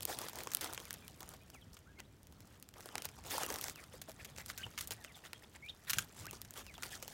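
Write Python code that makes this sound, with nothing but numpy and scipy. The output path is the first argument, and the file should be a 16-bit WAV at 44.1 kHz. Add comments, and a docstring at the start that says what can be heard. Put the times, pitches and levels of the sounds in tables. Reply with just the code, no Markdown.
"""Quail in a littered pen

Quail potter about in an outdoor pen littered with dry leaves, twigs and pebbles. Their feet crush and drag
the litter: filtered impulse trains and noise crackle finely, and short noise bursts make the sharp snaps.
Wavering sine tones are soft peeps; decaying sines are pings of the wire mesh and thuds on the ground.
Claws scrape as band-passed noise, and coloured noise gives a low outdoor rumble and a faint hiss."""
import sys
import numpy as np
from scipy import signal
from scipy.fft import rfft, irfft, next_fast_len
from scipy.io import wavfile
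from scipy.ndimage import uniform_filter1d

SR = 44100
rng = np.random.default_rng(int(sys.argv[2]) if len(sys.argv) > 2 else 0)


def generate_wav(sig):
    """Save sig (samples, or channels by samples) to the path in sys.argv[1] as 16-bit PCM at SR."""
    pcm = np.round(np.clip(np.atleast_2d(sig).T, -1, 1) * 32767).astype(np.int16)
    wavfile.write(sys.argv[1], SR, pcm)


N = 314433
TIME = np.arange(N) / SR  # s

# Level of the outdoor rumble over time. Each row: time in seconds, level in dB before its random swell.
RUMBLE = [(0, -58), (.4, -61), (1.2, -60), (1.6, -61), (1.85, -64.5), (2, -60), (2.7, -65), (3.4, -59.5),
          (3.7, -62.5), (4.35, -59.5), (4.95, -60.5), (5.15, -64), (5.85, -63.5), (5.98, -53.5), (6.1, -63),
          (6.22, -59), (6.6, -62), (7.13, -61.5)]
# Spectra of rumble and hiss. Each row: frequency in Hz, relative density in dB per Hz.
RUMBLE_COLOUR = [(20, -30), (32, -18.5), (48, -2), (80, 1.5), (125, -1.5), (200, -6), (300, -11.5),
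                 (500, -29.5), (1200, -66)]
AIR_COLOUR = [(100, -1.5), (400, 4.5), (1000, -5), (2500, -11), (6000, -15.5), (10000, -19), (16000, -20)]

# Wires of the mesh set ringing. Each row: start in seconds, frequency in Hz, level in dB, t60 in seconds.
PINGS = [(5.933, 2850, -38.5, 0.068), (5.985, 6780, -35, 0.051), (5.985, 1580, -22, 0.017)]
# Soft footfalls and bumps on the ground. Each row: start in seconds, frequency in Hz, level in dB,
# t60 in seconds.
THUDS = [(.471, 900, -27.5, 0.0079), (.62, 85, -48, .15), (2.954, 724, -26, 0.0089),
         (2.98, 480, -61, 0.027), (3.35, 547, -33.5, 0.033), (3.379, 875, -34.5, 0.044),
         (3.487, 1070, -37, .02), (3.94, 510, -45, 0.059), (4.086, 642, -43, 0.066),
         (4.65, 117, -43.5, 0.17), (4.91, 110, -48.5, 0.29), (5.97, 129, -32.5, 0.065),
         (6.2, 102, -44.5, 0.2), (7.026, 510, -45, .05)]
# Claws scraping on wood or stone. 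Each row: start in seconds, length in seconds, resonance in Hz, level in dB.
SCRAPES = [(3.777, 0.038, 2100, -57.5), (4.192, 0.029, 2130, -54), (4.398, 0.028, 1980, -55),
           (5.545, .027, 2080, -57.5)]

# Short peeps. Each row: start in seconds, length in seconds, pitch in Hz at start, middle and end,
# level in dB before the trim common to all peeps.
PEEPS = [ (.755, .06, 2550, 2250, 1720, -62), (.855, .04, 2520, 2120, 1830, -60),
         (1.02, .05, 2400, 2400, 2230, -59), (1.075, .035, 3070, 2980, 2700, -65),
         (1.405, .04, 2420, 2490, 2420, -65), (1.532, .072, 3050, 2230, 1780, -60),
         (1.61, .036, 3750, 3130, 2850, -62), (1.855, .085, 1170, 1620, 1500, -65),
         (1.968, .066, 2200, 2030, 1820, -62), (2.04, .026, 2700, 3800, 3300, -68),
         (2.91, .035, 3140, 2880, 2560, -61), (2.99, .03, 3320, 3080, 2750, -58),
         (3.435, .028, 3100, 2820, 2650, -43), (3.745, .055, 3240, 2600, 2050, -58),
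         (4.995, .055, 1950, 1780, 1570, -62), (5.06, .075, 3240, 2300, 1760, -60),
         (5.143, .03, 3560, 3430, 3060, -55), (5.335, .052, 2960, 3290, 3000, -62),
         (6.668, .07, 2920, 2290, 1830, -55), (6.742, .03, 3740, 3460, 3080, -55)]
# Longer calls, a low note that flips up into a squeak. Each row: start in seconds, note length and squeak
# length in seconds, note and squeak pitch in Hz, note and squeak level in dB, climb in octaves per second.
RISING_CALLS = [(4.584, 0.048, 0.024, 1556, 3130, -54, -40.5, 2),
                (5.622, 0.065, 0.03, 2310, 3815, -52, -44.5, 3.1),
                (6.243, .041, .027, 1380, 2850, -52.5, -50.5, 17)]
FLIP_S, SAG_PER_S = .0016, 8  # time of the flip (s); relative fall of the squeak (per s)

# Spectra of the three litter layers. Each row: frequency in Hz, relative density in dB per Hz.
SOIL_COLOUR = [(100, -37), (220, -3), (350, -1), (800, 0), (1150, -2), (1500, -3), (2500, -33)]
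BLADE_COLOUR = [(600, -64), (1000, -8), (1300, -1), (1800, 3.5), (2200, 0), (2900, 0.5), (3600, 2),
                (5500, -4)]
EDGE_COLOUR = [(1500, -29), (2500, -20), (3200, -6.5), (5000, 1), (7500, 0), (11000, -4), (16000, -6)]
# A foot pressed or dragged through the litter. Each row: start in seconds, length in seconds, level in dB,
# soil and crisp edges in dB relative to the leaf blades.
STROKES = [(0.071, 0.095, -50, 6, 5.5), (.16, 0.16, -52, 2, -1), (.34, 0.13, -57, 7, 1),
           (0.606, 0.076, -47.5, 2, 0), (.65, 0.095, -57, 7.5, -3), (1.2, .06, -66.5, 6, -1),
           (1.27, 0.11, -65.5, 3.5, 1), (1.53, 0.038, -66.5, 5.5, 3), (1.725, 0.032, -72.5, 0, 11),
           (1.985, 0.025, -57.5, -0.5, -9), (2.75, 0.076, -64, 5, -3), (2.92, .1, -65, 10, -6),
           (3.035, 0.04, -56, 4, 4), (3.175, .025, -69, 12.5, 6), (3.246, 0.068, -55, 2.5, 3),
           (3.295, 0.096, -42, -2.5, 0), (3.38, 0.092, -47, 4.5, 1.5), (3.469, 0.16, -51.5, 3.5, 0.5),
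           (3.6, 0.14, -56, 0.5, 6.5), (3.76, .11, -63.5, -2.5, 0), (3.91, 0.085, -64.5, 2, 4),
           (4.075, 0.037, -60, 4.5, 0.5), (4.185, 0.063, -61.5, -2, 0), (4.28, 0.036, -66, 5.5, 3),
           (4.369, .06, -56, -5, 2.5), (4.48, .045, -50, -14, 0.5), (4.575, 0.07, -59, -7, 3.5),
           (4.79, 0.073, -58, -15, 5), (4.905, 0.05, -57, -8, 2), (5.151, .045, -63, -6, 4.5),
           (5.236, 0.051, -54.5, -13, -5), (5.421, 0.034, -60.5, 0.5, -4), (5.544, .03, -60.5, -3, 1),
           (5.869, 0.059, -46.5, -24, -15), (5.92, .14, -55, -7, 3.5), (6.16, 0.1, -60, 0, 4),
           (6.325, 0.059, -64.5, 8, 7), (6.55, 0.083, -53.5, -1.5, 1.5), (6.82, 0.08, -55, 0.5, 2.5),
           (6.9, 0.079, -54, -5, 3.5), (7.07, 0.078, -66, -12, 10)]
STROKE_SKEW, STROKE_ROUND = 0.77, 0.73  # weight comes on faster than it lifts; a lower power holds it longer
# How busily the litter is stirred between strokes. 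Each row: time in seconds, level in dB.
STIR = [(0, -66.5), (.55, -61.5), (.85, -64), (1, -68), (1.4, -73.5), (1.7, -78.5), (2.2, -81),
        (2.55, -72.5), (2.72, -84.5), (2.83, -66.5), (3.2, -70.5), (4.05, -74), (4.6, -67.5), (5.3, -72),
        (5.55, -74.5), (6.25, -68), (6.48, -73), (6.75, -68.5), (7.13, -66)]
# Gain of that stirring in soil, leaf blades and crisp edges, each in dB.
STIR_MIX_DB = [2, 1.5, 2.5]

# Snaps of leaf, twig or grit. Each row: start in seconds, level in dB, brightness in dB per band,
# low flexing in dB and after-crunch in dB, the last two relative to the snap.
SNAPS = [(0.007, -44.5, 1, -9, -24), (0.023, -47.5, 3.5, -16, 1), (0.031, -42, 4, -15, -27),
         (0.0528, -37.5, 9, -9.5, -25), (0.1883, -40.5, 5.5, -19, -24), (0.2155, -45, 1, -2, -4),
         (0.2852, -41.5, -0.5, -20, -9), (0.2961, -50, 5, -7, -11), (0.332, -50.5, -1, 0, -4),
         (0.3568, -47, 3, -16, -14.5), (0.3873, -44, 1.5, -12, -6), (0.4051, -46, -6, -19, -17),
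         (0.4353, -48, 6, -20, -22), (0.4722, -40.5, -3.5, 1, -23), (0.517, -44, -0.5, -22, 1),
         (0.5356, -40, 3, -20, -12), (0.5484, -32.5, 9, -30, -21), (0.57, -40, 3.5, -23, -17),
         (0.6101, -40, 1.5, -12, 0.5), (0.644, -41.5, 4, -11, -9), (0.728, -50, 4, 0.5, -15),
         (0.7344, -45, 5, -14, -7), (0.7469, -45, 1, -20, -8), (0.777, -42, -8, -0.5, -29),
         (0.801, -47, -2, -9, -16), (0.8536, -50, 2, -16, -15), (0.9074, -39, -2, -15, -24),
         (0.9293, -49.5, 10, -25, -18), (1.08, -48, 2.5, -20, -20), (1.2072, -49.5, 2, 1, -12),
         (1.2298, -48.5, -1, -12, -23), (1.2907, -52.5, 7.5, -3, -16), (1.3377, -54, -1, -1, -1),
         (1.5012, -54, 1, -18, -10), (1.768, -56, -5.5, -8, 0), (2.0025, -47.5, -3.5, -7, -18),
         (2.2313, -63, 5, -9, -14), (2.27, -58, 1.5, -18, -16), (2.3241, -60.5, 2, -3, -6),
         (2.5991, -64, 7, -8, -17), (2.6262, -51, 3.5, -24, -13), (2.689, -53.5, 1.5, -18, -15),
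         (2.7395, -55.5, -4, -16, -9), (2.8578, -50.5, 2.5, 2, -3), (2.8888, -48.5, -6, -5.5, -19),
         (2.9547, -36.5, -4, -9, -20), (2.9807, -38, -4, -4, -11), (3.0211, -42.5, 0, -12, -10),
         (3.047, -45, -4, -5, -10), (3.0533, -46, 10, -10, -15), (3.0551, -39.5, 0, -10, -20),
         (3.2388, -56, -2, -18, -6), (3.3809, -42, 5.5, 5, -4), (3.4335, -36, -1, -10, -11),
         (3.464, -47.5, 10, 2, -21), (3.5028, -37.5, -2, -5, -11), (3.5242, -48.5, 8.5, 1, -10),
         (3.5412, -40.5, 1, -8, -19), (3.5589, -40.5, -2.5, -17, -20), (3.5862, -43.5, -1, -16, -7),
         (3.6124, -42, 5, -19, -11), (3.641, -36.5, 1, -14, -20), (3.6832, -40, -2.5, -6, -17),
         (3.6972, -41.5, 0.5, -24, -22), (3.7585, -49.5, -1, -18, -23), (3.8395, -52.5, -3, -19, -13),
         (4.0155, -50.5, 0.5, -11.5, 7.5), (4.095, -52.5, 2, 0, -7), (4.117, -52, 1, -12, -12),
         (4.2473, -47.5, -1.5, -16, 3), (4.3631, -52, -3, -18, -11), (4.3828, -48, -6.5, -2, -15),
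         (4.461, -47.5, 4, -22, -7), (4.5, -41, -6.5, -25, -8), (4.577, -47, 1, -13, 5.5),
         (4.6638, -63.5, -11, 12, 6.5), (4.777, -43.5, -5, -23, 5), (4.7879, -39.5, -1, -22, -2.5),
         (4.8089, -40.5, 1.5, -16, 1), (4.874, -48, 7.5, -19, -2), (4.9076, -41, -1, -3.5, 2),
         (4.9191, -44, -1, -12, 3.5), (5.0466, -49, -8, -13, -6), (5.2517, -56, -11, -3, -2),
         (5.332, -41.5, -4.5, -7.5, -18), (5.8967, -34, -2, -21, 1.5), (5.9021, -38, 2.5, -25, 6.5),
         (5.9329, -32, -3, -25, -5), (5.9363, -37, 0.5, -26, -4), (5.985, -28.5, -1, -26, -7),
         (5.991, -37, -5.5, -25, -16), (6.2557, -48.5, 1, -13, -20), (6.2672, -45.5, 0, -5, -23),
         (6.3107, -45.5, 4, -15, -19), (6.33, -53.5, -3, 2, 4), (6.4165, -44.5, 3.5, -14, -12),
         (6.4488, -53.5, -2.5, -10, -0.5), (6.5076, -49, 4.5, -25, -14), (6.5384, -52, 3, -3, -7),
         (6.5756, -48, 2, -18, -7), (6.6656, -51.5, -3, -6, -6), (6.741, -53.5, -4.5, -17, -5),
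         (6.78, -53.5, -6, 4, -6), (6.8243, -43.5, -2.5, -18, -15), (6.833, -39, -3.5, -28, -2.5),
         (7.026, -43.5, 0, -5, -1.5), (7.0795, -45.5, 3, -2, -18)]
# Bands of a snap; slow flexing rings longer than fine fracture. Each row: low edge in Hz, high edge in Hz,
# decay time in seconds.
SNAP_BANDS = [(297, 1480, 0.0016), (1170, 3270, 0.00051), (2850, 7330, 0.00032), (6900, 15700, 0.00027)]
# Level of the upper three bands in a snap of middling brightness, each in dB.
SNAP_SHAPE_DB = [-4, -0.5, -2]
# Chance snaps of small bits: mean level above the stirring and its spread, spread of brightness per band
TICKS_PER_S, TICK_OVER_STIR_DB, TICK_SPREAD_DB, TICK_TILT_DB = 4, 13.5, 7, 3.5
TICK_FLEX_DB, TICK_CRUNCH_DB = -9, -8  # their low flexing and after-crunch

CUTOFF_HZ = 16100


def amp(db):
    """Level law: decibels to an amplitude ratio."""
    return 10 ** (np.asarray(db) / 20)


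def unit(x):
    """Normalization: scales to rms 1."""
    return x / np.sqrt(np.mean(x ** 2) + 1e-20)


def add(mix, s, sound):
    """Superposition: adds a sound to the mix, in place, from s seconds on."""
    part = mix[max(round(s * SR), 0):][:len(sound)]
    part += sound[:len(part)]


def coloured(x, points):
    """Spectral shaping: weights x by a curve through (Hz, dB) points on a log axis, at rms 1."""
    hz, db = np.transpose(points)
    size = next_fast_len(N)
    bins = np.fft.rfftfreq(size, 1 / SR)
    gain = amp(np.interp(np.log(bins + 1), np.log(hz), db))
    return unit(irfft(rfft(x, size) * gain, size)[:N])


def band(x, low_hz, high_hz):
    """Causal band-pass: nothing sounds ahead of the excitation, so attacks stay sharp."""
    edges_hz = [low_hz, min(high_hz, .45 * SR)]
    return signal.sosfilt(signal.butter(3, edges_hz, "band", fs=SR, output="sos"), x)


def arch(length, skew, power):
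    """Envelope: a warped half-sine swells from silence and trails off again."""
    u = np.linspace(0, 1, round(length * SR))
    return np.abs(np.sin(np.pi * u ** skew)) ** power


def outdoors(air_db=-70, rumble_db=0, swell_db=1, swell_s=.09):
    """Broadband noise: distant rumble of fluctuating level, under a faint even hiss."""
    swell = unit(uniform_filter1d(rng.standard_normal(N), size=round(swell_s * SR), mode="wrap"))
    level_db = np.interp(TIME, *np.transpose(RUMBLE)) + rumble_db + swell_db * swell
    rumble = amp(level_db) * coloured(rng.standard_normal(N), RUMBLE_COLOUR)
    hiss = amp(air_db) * coloured(rng.standard_normal(N), AIR_COLOUR)
    return rumble + hiss


def pen(x, top_hz=5000):
    """Scattering: sparse decaying echoes, short and dull, from boards, stones and plants."""
    t, t60 = np.arange(SR // 4) / SR, .17  # s
    chosen = rng.random(len(t)) < 2000 / SR  # about 2000 echoes per second
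    taps = rng.standard_normal(len(t)) * chosen * (t > .003) * amp(-60 * t / t60)
    tail = band(taps, 190, top_hz)
    return signal.fftconvolve(x, tail / np.linalg.norm(tail))[:N]


def rings(table):
    """Damped resonance: struck things swell within a cycle and die away on one note."""
    out, t = np.zeros(N), np.arange(SR // 4) / SR
    for s, hz, db, t60 in table:
        envelope = amp(db - 60 * t / t60) * (1 - np.exp(-2 * hz * t))
        add(out, s, envelope * np.sin(2 * np.pi * hz * t))
    return out


def scrapes(half_width_octaves=0.27):
    """Friction: a claw's noisy rub over a hard surface excites one broad resonance of it."""
    out = np.zeros(N)
    grits = rng.standard_normal((len(SCRAPES), SR // 4))
    for (s, length, hz, db), grit in zip(SCRAPES, grits):
        press = arch(length, STROKE_SKEW, STROKE_ROUND)
        ring = unit(band(grit, hz / 2 ** half_width_octaves, hz * 2 ** half_width_octaves))
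        add(out, s, amp(db) * press * ring[:len(press)])
    return out


def whistle(hz, gain, waver=0.016, rasp=0.56, rasp_hz=3400):
    """Modulated tone: a sine of unsteady pitch and strength turns raspy when pushed high."""
    noises = rng.standard_normal((3, SR // 4))
    wobble, flutter, sway = (unit(uniform_filter1d(noise, size=size))[:len(hz)]
                             for noise, size in zip(noises, (110, 36, 400)))  # sizes in samples
    strain = rasp * np.minimum(hz / rasp_hz, 1) ** 6
    strength = gain * amp(2 * sway) * (1 + strain * flutter)
    phase = 2 * np.pi * np.cumsum(hz * (1 + waver * wobble)) / SR
    return strength * np.sin(phase)


def rising_call(note_s, squeak_s, note_hz, squeak_hz, note_db, squeak_db, climb, onset_s=0.0049):
    """Register flip: a low note creeps upward, then flips into a squeak that sags and dies."""
    t = np.arange(0, note_s + squeak_s, 1 / SR)
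    flip = .5 + .5 * np.tanh((t - note_s) / (2 * FLIP_S))  # 0 in the note, 1 in the squeak
    late = np.maximum(t - note_s, 0)
    low = note_hz * 2 ** (climb * (t - note_s / 2))
    high = squeak_hz * (1 - SAG_PER_S * late ** 2 / squeak_s)
    envelope = np.minimum(t / onset_s, 1) * np.cos(np.pi / 2 * (late / squeak_s) ** 2) ** 2
    level = amp(note_db + flip * (squeak_db - note_db))
    return whistle(low + flip * (high - low), envelope * level)


def peeps(peep_db=-1, rising_db=0):
    """Frequency glides: short peeps bend along parabolas, beside the longer rising calls."""
    out = np.zeros(N)
    for s, length, start_hz, middle_hz, end_hz, db in PEEPS:
        u = np.linspace(0, 1, round(length * SR))
        hz = np.polyval(np.polyfit([0, .5, 1], [start_hz, middle_hz, end_hz], 2), u)
        envelope = np.sin(np.pi * u ** 0.65)  # swells quickly, trails off
        add(out, s, whistle(hz, amp(db + peep_db) * envelope))
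    for s, *call in RISING_CALLS:
        add(out, s, amp(rising_db) * rising_call(*call))
    return out


def crackle(per_s, spread_db, low_hz, high_hz, cycles, count=12):
    """Impulsive excitation: tiny fractures ring each kind of leaf fragment for a few cycles at its pitch."""
    t = np.arange(512) / SR
    struck = rng.random(N) < per_s / SR
    sizes = amp(spread_db * np.minimum(rng.exponential(1, N), 4)) * struck
    kind, out = rng.integers(0, count, N), np.zeros(N)
    sizes = sizes * rng.choice([-1, 1], N)
    for k, hz in enumerate(np.geomspace(low_hz, high_hz, count)):
        ring = np.exp(-t * hz / cycles) * np.sin(2 * np.pi * hz * t)
        out += signal.oaconvolve(sizes * (kind == k), np.sqrt(hz) * unit(ring))[:N]
    return unit(out)


def stirring(s):
    """Activity envelope: level in dB of the birds' shuffling at times s."""
    return np.interp(s, *np.transpose(STIR))


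def footwork():
    """Power addition: steady stirring plus one swell per foot stroke drives soil, blades and edges."""
    power = amp(stirring(TIME) + np.array(STIR_MIX_DB)[:, None]) ** 2
    for s, length, db, soil_db, edge_db in STROKES:
        press = amp(db) * arch(length, STROKE_SKEW, STROKE_ROUND)
        for layer, share_db in zip(power, (soil_db, 0, edge_db)):
            add(layer, s, (amp(share_db) * press) ** 2)
    return np.sqrt(power)


def rustle(soil_db=0, blade_db=0, edge_db=0, dense_db=-45, rub=0.44):
    """Merging of impulses: soil, blades and edges crackle; hard scuffles blend the fractures into a rasp."""
    soil = crackle(per_s=1100, spread_db=2.8, low_hz=250, high_hz=1400, cycles=1.3)
    blades = crackle(per_s=1600, spread_db=2.8, low_hz=1000, high_hz=3600, cycles=1.3)
    edges = crackle(per_s=1100, spread_db=4.5, low_hz=2870, high_hz=14900, cycles=0.98)
    layers = ((soil_db, soil, SOIL_COLOUR), (blade_db, blades, BLADE_COLOUR), (edge_db, edges, EDGE_COLOUR))
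    out = np.zeros(N)
    for strength, (db, grains, colour) in zip(footwork(), layers):
        merged = rub + strength / amp(dense_db)  # share of noise against separate fractures
        drive = (grains + merged * rng.standard_normal(N)) / np.sqrt(1 + merged ** 2)
        out += strength * amp(db) * coloured(drive, colour)
    return out


def shifting(x, patchy_db=3):
    """Varying resonance: as leaves bend and slide, patches of a few hundred Hz come and go."""
    spectrum = signal.stft(x, nperseg=256, noverlap=192)[2]
    patches = uniform_filter1d(rng.standard_normal(spectrum.shape), size=2, axis=0)  # over frequency
    patches = uniform_filter1d(patches, size=14, axis=1)  # over time
    gain = unit(amp(patchy_db * unit(patches)))
    return signal.istft(spectrum * gain, nperseg=256, noverlap=192)[1][:N]


def ticks():
    """Random events: small snaps at chance moments, louder where the litter is busier; rows as in SNAPS."""
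    draws = rng.random((round(TICKS_PER_S * N / SR), 3))
    rows = []
    for s, (size, tilt) in zip(draws[:, 0] * N / SR, 2 * draws[:, 1:] - 1):
        db = stirring(s) + TICK_OVER_STIR_DB + TICK_SPREAD_DB * size
        rows.append((s, db, TICK_TILT_DB * tilt, TICK_FLEX_DB, TICK_CRUNCH_DB))
    return rows


def snaps(table, snap_db=0, crunch_db=0, crunch_s=0.0054, clump_db=3, tear_s=0.00034, give_s=0.0018):
    """Brittle fracture: a tear within a millisecond, then a clumpy crunch as the litter gives way."""
    out, t = np.zeros(N), np.arange(2048) / SR
    span = .003 * SR  # each level is the rms its energy would have over 3 ms
    crack, grit, clumps = rng.standard_normal((len(table), 3, len(t))).transpose(1, 0, 2)
    crack = crack * (1 - np.exp(-t / tear_s))
    clumping = amp(clump_db * unit(uniform_filter1d(clumps, size=40)))
    grit = grit * clumping * np.exp(-t / crunch_s) * (1 - np.exp(-t / give_s))
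    for k, (low_hz, high_hz, decay_s) in enumerate(SNAP_BANDS):
        firsts = band(crack * np.exp(-t / decay_s), low_hz, high_hz)
        afters = band(grit, low_hz, high_hz)
        for (s, db, tilt_db, flex_db, after_db), first, after in zip(table, firsts, afters):
            sound = amp(snap_db) * unit(first) + amp(after_db + crunch_db) * unit(after)
            colour_db = flex_db if k == 0 else SNAP_SHAPE_DB[k - 1] + tilt_db * (k - 2)
            add(out, s, amp(db + colour_db) * np.sqrt(span / len(t)) * sound)
    return out


def scene(litter_wet_db=-22, peep_wet_db=-22):
    """Direct and scattered sound: birds and litter close by, with a little of the pen around them."""
    hits = snaps(SNAPS) + snaps(ticks()) + scrapes() + rings(PINGS) + rings(THUDS)
    calls = peeps()
    scatter = pen(amp(litter_wet_db) * hits + amp(peep_wet_db) * calls)
    return (hits + calls + scatter + shifting(rustle()) + outdoors())[None]


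def record(dry):
    """Band limitation: a linear-phase low-pass ends the treble at the cutoff."""
    lowpass = signal.firwin(301, CUTOFF_HZ, window=("kaiser", 8), fs=SR)
    return signal.oaconvolve(dry, lowpass[None], "same")


dry = scene()
out = record(dry)
generate_wav(out)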